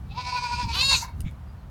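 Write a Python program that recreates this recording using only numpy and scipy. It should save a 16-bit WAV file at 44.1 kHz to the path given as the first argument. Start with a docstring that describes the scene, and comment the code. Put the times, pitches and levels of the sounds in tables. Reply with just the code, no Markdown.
"""Low rumble buffets the microphone throughout. A goat lying in a wooden pen strains out a quavering
moan, vocal-fold pulses through a nearly closed mouth; the plank walls answer briefly. After a soft
bump on the microphone the mouth opens into a loud harsh bleat and closes with a rasp. A tick,
a second bump, a small rustle and a fainter tick follow; last, a far bird chirps twice."""
import sys
import numpy as np
from scipy import signal
from scipy.fft import rfft, irfft, next_fast_len
from scipy.io import wavfile
from scipy.ndimage import uniform_filter1d, map_coordinates

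SR = 44100
rng = np.random.default_rng(int(sys.argv[2]) if len(sys.argv) > 2 else 0)


def inscribe(sig):
    """Save sig as 16-bit PCM at rate SR to the path in sys.argv[1].

    A 1-D sig is mono; a 2-D sig holds one channel per row.
    Samples are clipped to [-1, 1] before scaling.
    """
    pcm = np.round(np.clip(np.atleast_2d(sig).T, -1, 1) * 32767)
    wavfile.write(sys.argv[1], SR, pcm.astype(np.int16))


N = 74970
T = np.arange(N) / SR
TOP_HZ = 17200


def amp(db):
    """Decibels to gain."""
    return 10 ** (np.asarray(db) / 20)


def unit(x):
    """Scale to rms 1."""
    return x / np.sqrt(np.mean(x ** 2) + 1e-20)


def along(points, hz):
    """Interpolate (Hz, value) points on a log axis."""
    f, v = np.transpose(points)
    return np.interp(np.log(hz + 1), np.log(f + 1), v)


def curves(rows):
    """One value per sample for each column after the time."""
    times_s, *columns = np.transpose(rows)
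    return [np.interp(T, times_s, column) for column in columns]


def during(rows):
    """1 while a table lasts, with 20 ms fades outside it."""
    return np.clip(np.minimum(T - rows[0][0], rows[-1][0] - T) / .02 + 1, 0, 1)


def bell_curve(centre_s, half_s):
    """Gaussian envelope, peak 1."""
    return np.exp(-((T - centre_s) / half_s) ** 2)


def wobble(rate_hz):
    """Smooth random curve, rate_hz knots a second."""
    return map_coordinates(rng.standard_normal(N // 8), [T * rate_hz + 2], mode="wrap")


def phase_rad(hz):
    """Running phase of a varying frequency."""
    return 2 * np.pi * np.cumsum(hz) / SR


def colour(x, points):
    """Minimum-phase filter of the given (Hz, dB) shape; the result has rms 1."""
    m = 2 * next_fast_len(N)
    gain = amp(along(points, np.fft.rfftfreq(m, 1 / SR)))
    cepstrum = irfft(np.log(gain))
    cepstrum[1:m // 2] *= 2
    cepstrum[m // 2 + 1:] = 0
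    return unit(irfft(rfft(x, m) * np.exp(rfft(cepstrum)), m)[:N])


def below(x, hz):
    """Zero-phase low-pass."""
    return signal.sosfiltfilt(signal.butter(6, hz, fs=SR, output="sos"), x)


def rumble():
    """Low buffeting and short soft bumps on the microphone, over quiet outdoor air."""
    # Buffeting. Each row: time in seconds, level in dB.
    buffet_levels = [(0, -36.5), (.2, -36.5), (.48, -43), (.55, -32), (.62, -41), (.66, -25.5), (.7, -35.5),
                     (.94, -32.5), (1.02, -39.5), (1.13, -38.5), (1.2, -29.5), (1.32, -36.5), (1.45, -39.5),
                     (1.7, -40)]
    # Spectra. Each row: frequency in Hz, relative gain in dB.
    buffet_shape = [(18, -24.5), (30, -17.5), (45, -2), (70, 2), (100, -5.5), (135, -5.5), (200, -15.5),
                    (300, -25), (450, -38.5), (1000, -59.5)]
    air_shape = [(100, -15.5), (350, -1), (700, 3.5), (1200, 1.5), (2000, -8), (4000, -16), (8000, -25.5),
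                 (16000, -28.5)]
    # Each row: peak time in seconds, level in dB, frequency in Hz.
    bumps = [(.654, -27, 175), (1.256, -22, 115)]
    bump_s, air_db = .02, -56.5
    level_db, = curves(buffet_levels)
    out = colour(rng.standard_normal(N), buffet_shape) * amp(level_db)
    for s, db, hz in bumps:
        swell = np.exp(-np.abs(T - s) / bump_s)
        out += amp(db) * swell * np.sin(phase_rad(hz * (1 + .477 * wobble(200))))
    return out + amp(air_db) * colour(rng.standard_normal(N), air_shape)


def folds(hz, jitter, shimmer_db, puff, shift_rad=0):
    """Vocal folds: slightly spread pulses, and the turbulence that each opening lets through."""
    phase = phase_rad(hz * (1 + jitter * wobble(260))) + shift_rad
    spread_rad = rng.normal(0, 1.3, 38)
    pulses = sum(np.cos(k * phase + lag) * (k * hz < TOP_HZ) for k, lag in enumerate(spread_rad, 1))
    shimmer = amp(shimmer_db * wobble(170))
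    hiss = rng.standard_normal(N) * np.exp(puff * np.cos(phase))
    return unit(pulses * shimmer), unit(hiss * shimmer)


def mouth(voice, levels, shape):
    """The voice through one (Hz, dB) shape of the mouth, following (s, dB) levels."""
    level_db, = curves(levels)
    return colour(voice, shape) * amp(level_db) * during(levels)


def flutter(x, depth_db=2):
    """Each overtone swells and fades a little on its own."""
    spectra = signal.stft(x, nperseg=512)[2]
    field = uniform_filter1d(rng.standard_normal(spectra.shape), size=4, axis=0)
    field = uniform_filter1d(field, size=7, axis=1)
    return signal.istft(spectra * amp(depth_db * unit(field)), nperseg=512)[1][:N]


def moan():
    """Nearly closed mouth: the tone sags and roughens between crests; a rasp runs through."""
    # Each row: crest time in seconds, pitch in Hz, tone, overtone and rasp levels in dB,
    # side-tone depth 0-1.
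    quavers = [(.06, 385, -63, -66, -82, 0.2), (.12, 398, -47, -70, -62, 0.34),
               (.185, 499, -29, -46, -40, 0.3), (.285, 496, -31.5, -43, -35.5, 0.5),
               (.358, 497, -23.5, -32, -36, 0.14), (.443, 490, -24, -33, -36, 0),
               (.526, 484, -24.5, -33, -36, .05), (.603, 492, -25.5, -40, -35.5, 0.1),
               (.705, 460, -32.5, -50, -37, 0.02), (.78, 470, -55, -60, -44, .1)]
    # The voice catches. Each row: time in seconds, depth in dB, half length in seconds.
    catches = [(.14, 3, .008), (.235, 4, .01), (.318, 3, .008), (.668, 13, .014), (.736, 9, .009)]
    # Brightening as the lips part. Each row: time in seconds, rasp treble gain in dB.
    treble = [(.14, -13), (.2, -7), (.3, -4.5), (.6, -1.5)]
    # Thin, pinched start. Each row: time in seconds, level in dB.
    pinch_levels = [(.085, -73.5), (0.114, -47.5), (.14, -61.5), (.2, -42.5), (.24, -65)]
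    # Mouth resonances. Each row: frequency in Hz, relative gain in dB.
    voice_shape = [(200, -33), (490, -24), (770, -3), (880, 2), (1000, 3), (1180, -17.5), (1280, -3),
                   (1480, -9), (1750, -6), (1950, -20.5), (2250, -5), (2440, -3), (2900, -22), (3600, -20),
                   (4700, -15), (6000, -30), (9000, -45)]
    rasp_shape = [(300, -48), (600, -19), (800, -21), (970, -1), (1120, -7.5), (1500, -23), (1780, -7.5),
                  (2050, -19), (2300, 2), (2600, -2), (3100, -15.5), (3700, -8.5), (4700, -1), (5600, -10),
                  (6400, -11.5), (7000, -18), (9000, -21), (10500, -34.5), (13000, -37), (17000, -51)]
    pinch_shape = [(1800, -35), (2480, -8), (2600, 7), (2800, -13.5), (4000, 0.5), (5000, -17.5),
                   (8000, -45)]
    sag_hz, sag_shimmer_db, lag_s = 10, 3.5, .013
    tone_dip_db, overtone_dip_db, rasp_dip_db = 12, 22, 1.5
    throat_hz, split_hz, treble_hz = 208.8, 1200, 5800

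    crest_hz, tone_db, overtone_db, rasp_db, side_depth = curves(quavers)
    treble_db, = curves(treble)
    beat = np.interp(T, np.array(quavers)[:, 0], np.arange(len(quavers)))
    sag = np.sin(np.pi * beat) ** 2
    late_sag = np.interp(T - lag_s, T, sag)
    hz = crest_hz - sag_hz * sag

    # A second vibration in the throat adds side tones and shifts the rasp's pulses.
    throat = np.cos(phase_rad(throat_hz * (1 + .025 * wobble(30))))
    pulses, hiss = folds(hz, jitter=.006, shimmer_db=1.5, puff=.8)
    ragged, _ = folds(hz, jitter=.004, shimmer_db=1.5, puff=1, shift_rad=.3 * throat + .025 * wobble(700))
    voice = colour(pulses * (1 + side_depth * throat), voice_shape)
    core = below(voice, split_hz)
    tone = unit(core) * amp(tone_db + sag * (sag_shimmer_db * wobble(108.34) - tone_dip_db))
    overtones = unit(flutter(voice - core)) * amp(overtone_db - overtone_dip_db * late_sag)

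    ragged_highs = ragged - below(ragged, split_hz)
    rasp = flutter(colour(ragged_highs + .18 * hiss + below(hiss, split_hz), rasp_shape))
    dull = below(rasp, treble_hz)
    rasp = (dull + (rasp - dull) * amp(treble_db)) * amp(rasp_db - rasp_dip_db * late_sag)
    catch_db = sum(db * bell_curve(s, half_s) for s, db, half_s in catches)
    pinch = mouth(ragged + hiss, pinch_levels, pinch_shape)
    return (tone + overtones + rasp) * amp(-catch_db) * during(quavers) + pinch


def pen(x, tail_db=-17):
    """Direct sound, first bounces and the plank walls' short tail."""
    # Nearest planks and ground. Each row: delay in seconds, gain in dB.
    bounces = [(.0029, -23), (.0067, -16.5), (0.0116, -10.5)]
    # Each row: frequency in Hz, time to fall 60 dB in seconds.
    decay = [(200, 0.33), (1000, 0.27), (2500, 0.31), (5000, 0.25), (12000, 0.03)]
    hz, t, spectra = signal.stft(rng.standard_normal(SR // 2), SR, nperseg=256)
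    tail = signal.istft(spectra * amp(-60 * t / along(decay, hz)[:, None]), SR, nperseg=256)[1]
    tail = np.pad(tail, (200, 0)) / np.linalg.norm(tail)
    early = sum(amp(db) * np.pad(x, (round(s * SR), 0))[:N] for s, db in bounces)
    return x + early + amp(tail_db) * signal.fftconvolve(x, tail)[:N]


def bleat():
    """The voice climbs, rings clear, turns harsh as pulses group in threes, drops as the mouth shuts."""
    # Each row: time in seconds, pitch in Hz.
    pitch = [(.735, 450), (.762, 505), (.795, 501), (.82, 533), (.845, 545), (.897, 547), (.91, 543),
             (.92, 546), (.943, 534), (.952, 494), (.966, 470), (.978, 467), (.995, 477), (1.01, 462),
             (1.05, 400)]
    # Roughness on opening and closing. Each row: time in seconds, noise share of power 0-1.
    roughness = [(.735, .7), (.752, .5), (.768, .28), (.795, .25), (.82, .05), (.97, .02), (1.005, .03),
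                 (1.025, .35), (1.05, .85)]
    # Each row: time in seconds, harsh layer in dB relative to the clear voice.
    harshness = [(.79, -14), (.825, -11), (.85, -19), (.88, -19), (.9, -12), (.93, -8), (.95, -4),
                 (.962, -8), (.975, -17)]
    # Mouth opening, wide and closing; low throat resonance; air rushing through the mouth.
    # Each row: time in seconds, level in dB.
    opening_levels = [(0.701, -54), (0.737, -30), (0.753, -28), (.77, -30.5), (0.798, -24), (0.814, -24.5),
                      (.835, -66.5)]
    wide_levels = [(.78, -56), (.797, -54), (.812, -24), (0.837, -25), (.855, -20), (0.878, -23),
                   (0.897, -16.5), (0.939, -20), (0.959, -22.5), (0.977, -34.5), (1.0, -48), (1.029, -69)]
    closing_levels = [(.93, -68), (.966, -29), (1.0, -36), (1.022, -38), (1.05, -46), (1.069, -60),
                      (1.1, -85.5)]
    throat_levels = [(.72, -61), (.76, -37), (.80, -55.5), (0.829, -35.5), (.86, -47.5), (.89, -50),
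                     (0.926, -26.5), (.945, -33.5), (.975, -52.5), (1.005, -51), (1.026, -37.5),
                     (1.05, -36.5), (1.069, -57), (1.091, -43.5), (1.13, -66.5)]
    rush_levels = [(.725, -63), (.75, -45), (.92, -44.5), (1.02, -49), (1.06, -68)]
    # Their resonances. Each row: frequency in Hz, relative gain in dB.
    opening_shape = [(300, -25.5), (700, -16), (1000, -14), (1320, -19.5), (1900, -25.5), (2300, -6.5),
                     (2600, -3.5), (3050, -3), (3450, -3.5), (3750, -1), (4100, 2), (4560, 1), (5100, -8.5),
                     (6500, -15), (8200, -31), (12000, -35), (17000, -50.5)]
    clear_shape = [(250, -44), (545, -21.5), (1090, -12), (1630, -21), (2180, -16), (2610, 8), (2740, -1),
                   (3270, -15), (3820, 4), (4360, 5.5), (4900, -6), (5450, -12), (6000, -21), (6550, -19),
                   (7080, -5), (7650, -21), (9200, -18), (9800, -31), (10900, -25), (11500, -39),
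                   (17000, -55)]
    harsh_shape = [(300, -31), (650, -8.5), (1000, -2.5), (1550, -7), (1850, -13.5), (2250, 2), (2620, -13),
                   (2950, -6.5), (3500, 1.5), (4200, 6), (4650, 6), (5100, -6.5), (6400, 0), (7500, -14),
                   (9200, -10.5), (10300, -23.5), (13000, -27), (17000, -46.5)]
    closing_shape = [(400, -18.5), (1400, -3.5), (2200, -10.5), (2450, -20), (2800, -19.5), (3150, -14),
                     (4500, 7.5), (5300, -0.5), (6300, 7), (7200, 0.5), (8500, -6.5), (9500, -31),
                     (11000, -9), (13000, -14.5), (17000, -30)]
    throat_shape = [(400, -69), (680, -13.5), (800, -15), (930, 3), (1020, -3), (1150, -23.5), (1500, -16),
                    (2000, -21), (2190, -5), (2400, -33), (5000, -37)]
    rush_shape = [(2000, -14), (6000, 4), (10500, -1.5), (13000, -3), (17000, -19.5)]

    hz, = curves(pitch)
    noise_share, = curves(roughness)
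    harsh_db, = curves(harshness)
    pulses, hiss = folds(hz, jitter=.0014, shimmer_db=.6, puff=1.1, shift_rad=.014 * wobble(600))
    tripling_rad = .2 * np.cos(phase_rad(hz / 3))
    ragged, _ = folds(hz, jitter=.005, shimmer_db=2.5, puff=1, shift_rad=tripling_rad + .085 * wobble(400))
    voice = np.sqrt(1 - noise_share) * pulses + np.sqrt(noise_share) * hiss

    opening = mouth(voice, opening_levels, opening_shape)
    clear = mouth(pulses, wide_levels, clear_shape)
    harsh = mouth(hiss / 2 + ragged, wide_levels, harsh_shape) * amp(harsh_db)
    closing = mouth(voice, closing_levels, closing_shape)
    breath = mouth(hiss, throat_levels, throat_shape) + mouth(hiss, rush_levels, rush_shape)
    return opening + clear + harsh + closing + breath


def undervoice():
    """A second, lower pitch slides up under the start of the bleat."""
    # Each row: time in seconds, pitch in Hz, level in dB.
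    slide = [(.745, 330.5, -42.5), (.768, 377, -36), (.797, 401, -37), (.808, 408, -68)]
    # Each row: frequency in Hz, relative gain in dB.
    shape = [(380, -18), (750, -13), (1170, -0.5), (1550, -5), (5000, -37.5)]
    hz, level_db = curves(slide)
    pulses, _ = folds(hz, jitter=.006, shimmer_db=1, puff=1)
    return colour(pulses, shape) * amp(level_db) * during(slide)


def ticks(decay_s=.0022):
    """Dry ticks: sudden bursts of bright noise."""
    # Each row: start in seconds, level in dB.
    snaps = [(1.206, -34.5), (1.311, -54.5)]
    # Each row: frequency in Hz, relative gain in dB.
    shape = [(1000, -8), (2000, -13.5), (2700, 11.5), (3700, -13), (5000, 4.5), (7000, -1.5), (9000, 9.5),
             (12000, 2.5), (14000, -3.5), (17000, -18)]
    envelope = sum(amp(db) * (T >= s) * np.exp(-np.abs(T - s) / decay_s) for s, db in snaps)
    return envelope * colour(rng.standard_normal(N), shape)


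def rustle(grain_db=3.7):
    """A brief swell of grainy noise."""
    # Each row: peak time in seconds, level in dB, half length in seconds.
    strokes = [(1.274, -49, 0.025)]
    # Each row: frequency in Hz, relative gain in dB.
    shape = [(1000, -8), (1900, -3), (2250, 15), (2700, 0.5), (3700, 5), (4600, -27), (7000, -5),
             (10000, -45), (16000, -39)]
    envelope = sum(amp(db) * bell_curve(s, half_s) for s, db, half_s in strokes)
    grains = rng.standard_normal(N) * amp(grain_db * wobble(500))
    return envelope * colour(grains, shape)


def bird(half_s=.021):
    """A small bird far away: short falling whistles."""
    # Each row: peak time in seconds, level in dB, pitch in Hz, glide in Hz per second.
    chirps = [(1.495, -68, 4820, -500), (1.6, -69, 4250, -16000)]
    out = np.zeros(N)
    for s, db, hz, glide_hz_per_s in chirps:
        t = T - s
        cycles = t * (hz + glide_hz_per_s * t / 2)
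        out += amp(db) * bell_curve(s, half_s) * np.sin(2 * np.pi * cycles)
    return out


def scene():
    """Goat, small sounds and bird through the pen, plus rumble at the microphone; mono."""
    sources = moan() + undervoice() + bleat() + ticks() + rustle() + bird()
    return (pen(sources) + rumble())[None]


def record(dry):
    """Brick-wall low-pass at TOP_HZ."""
    m = 2 * next_fast_len(N)
    passband = np.fft.rfftfreq(m, 1 / SR) < TOP_HZ
    return irfft(rfft(dry, m) * passband, m)[:, :N]


dry = scene()
out = record(dry)
inscribe(out)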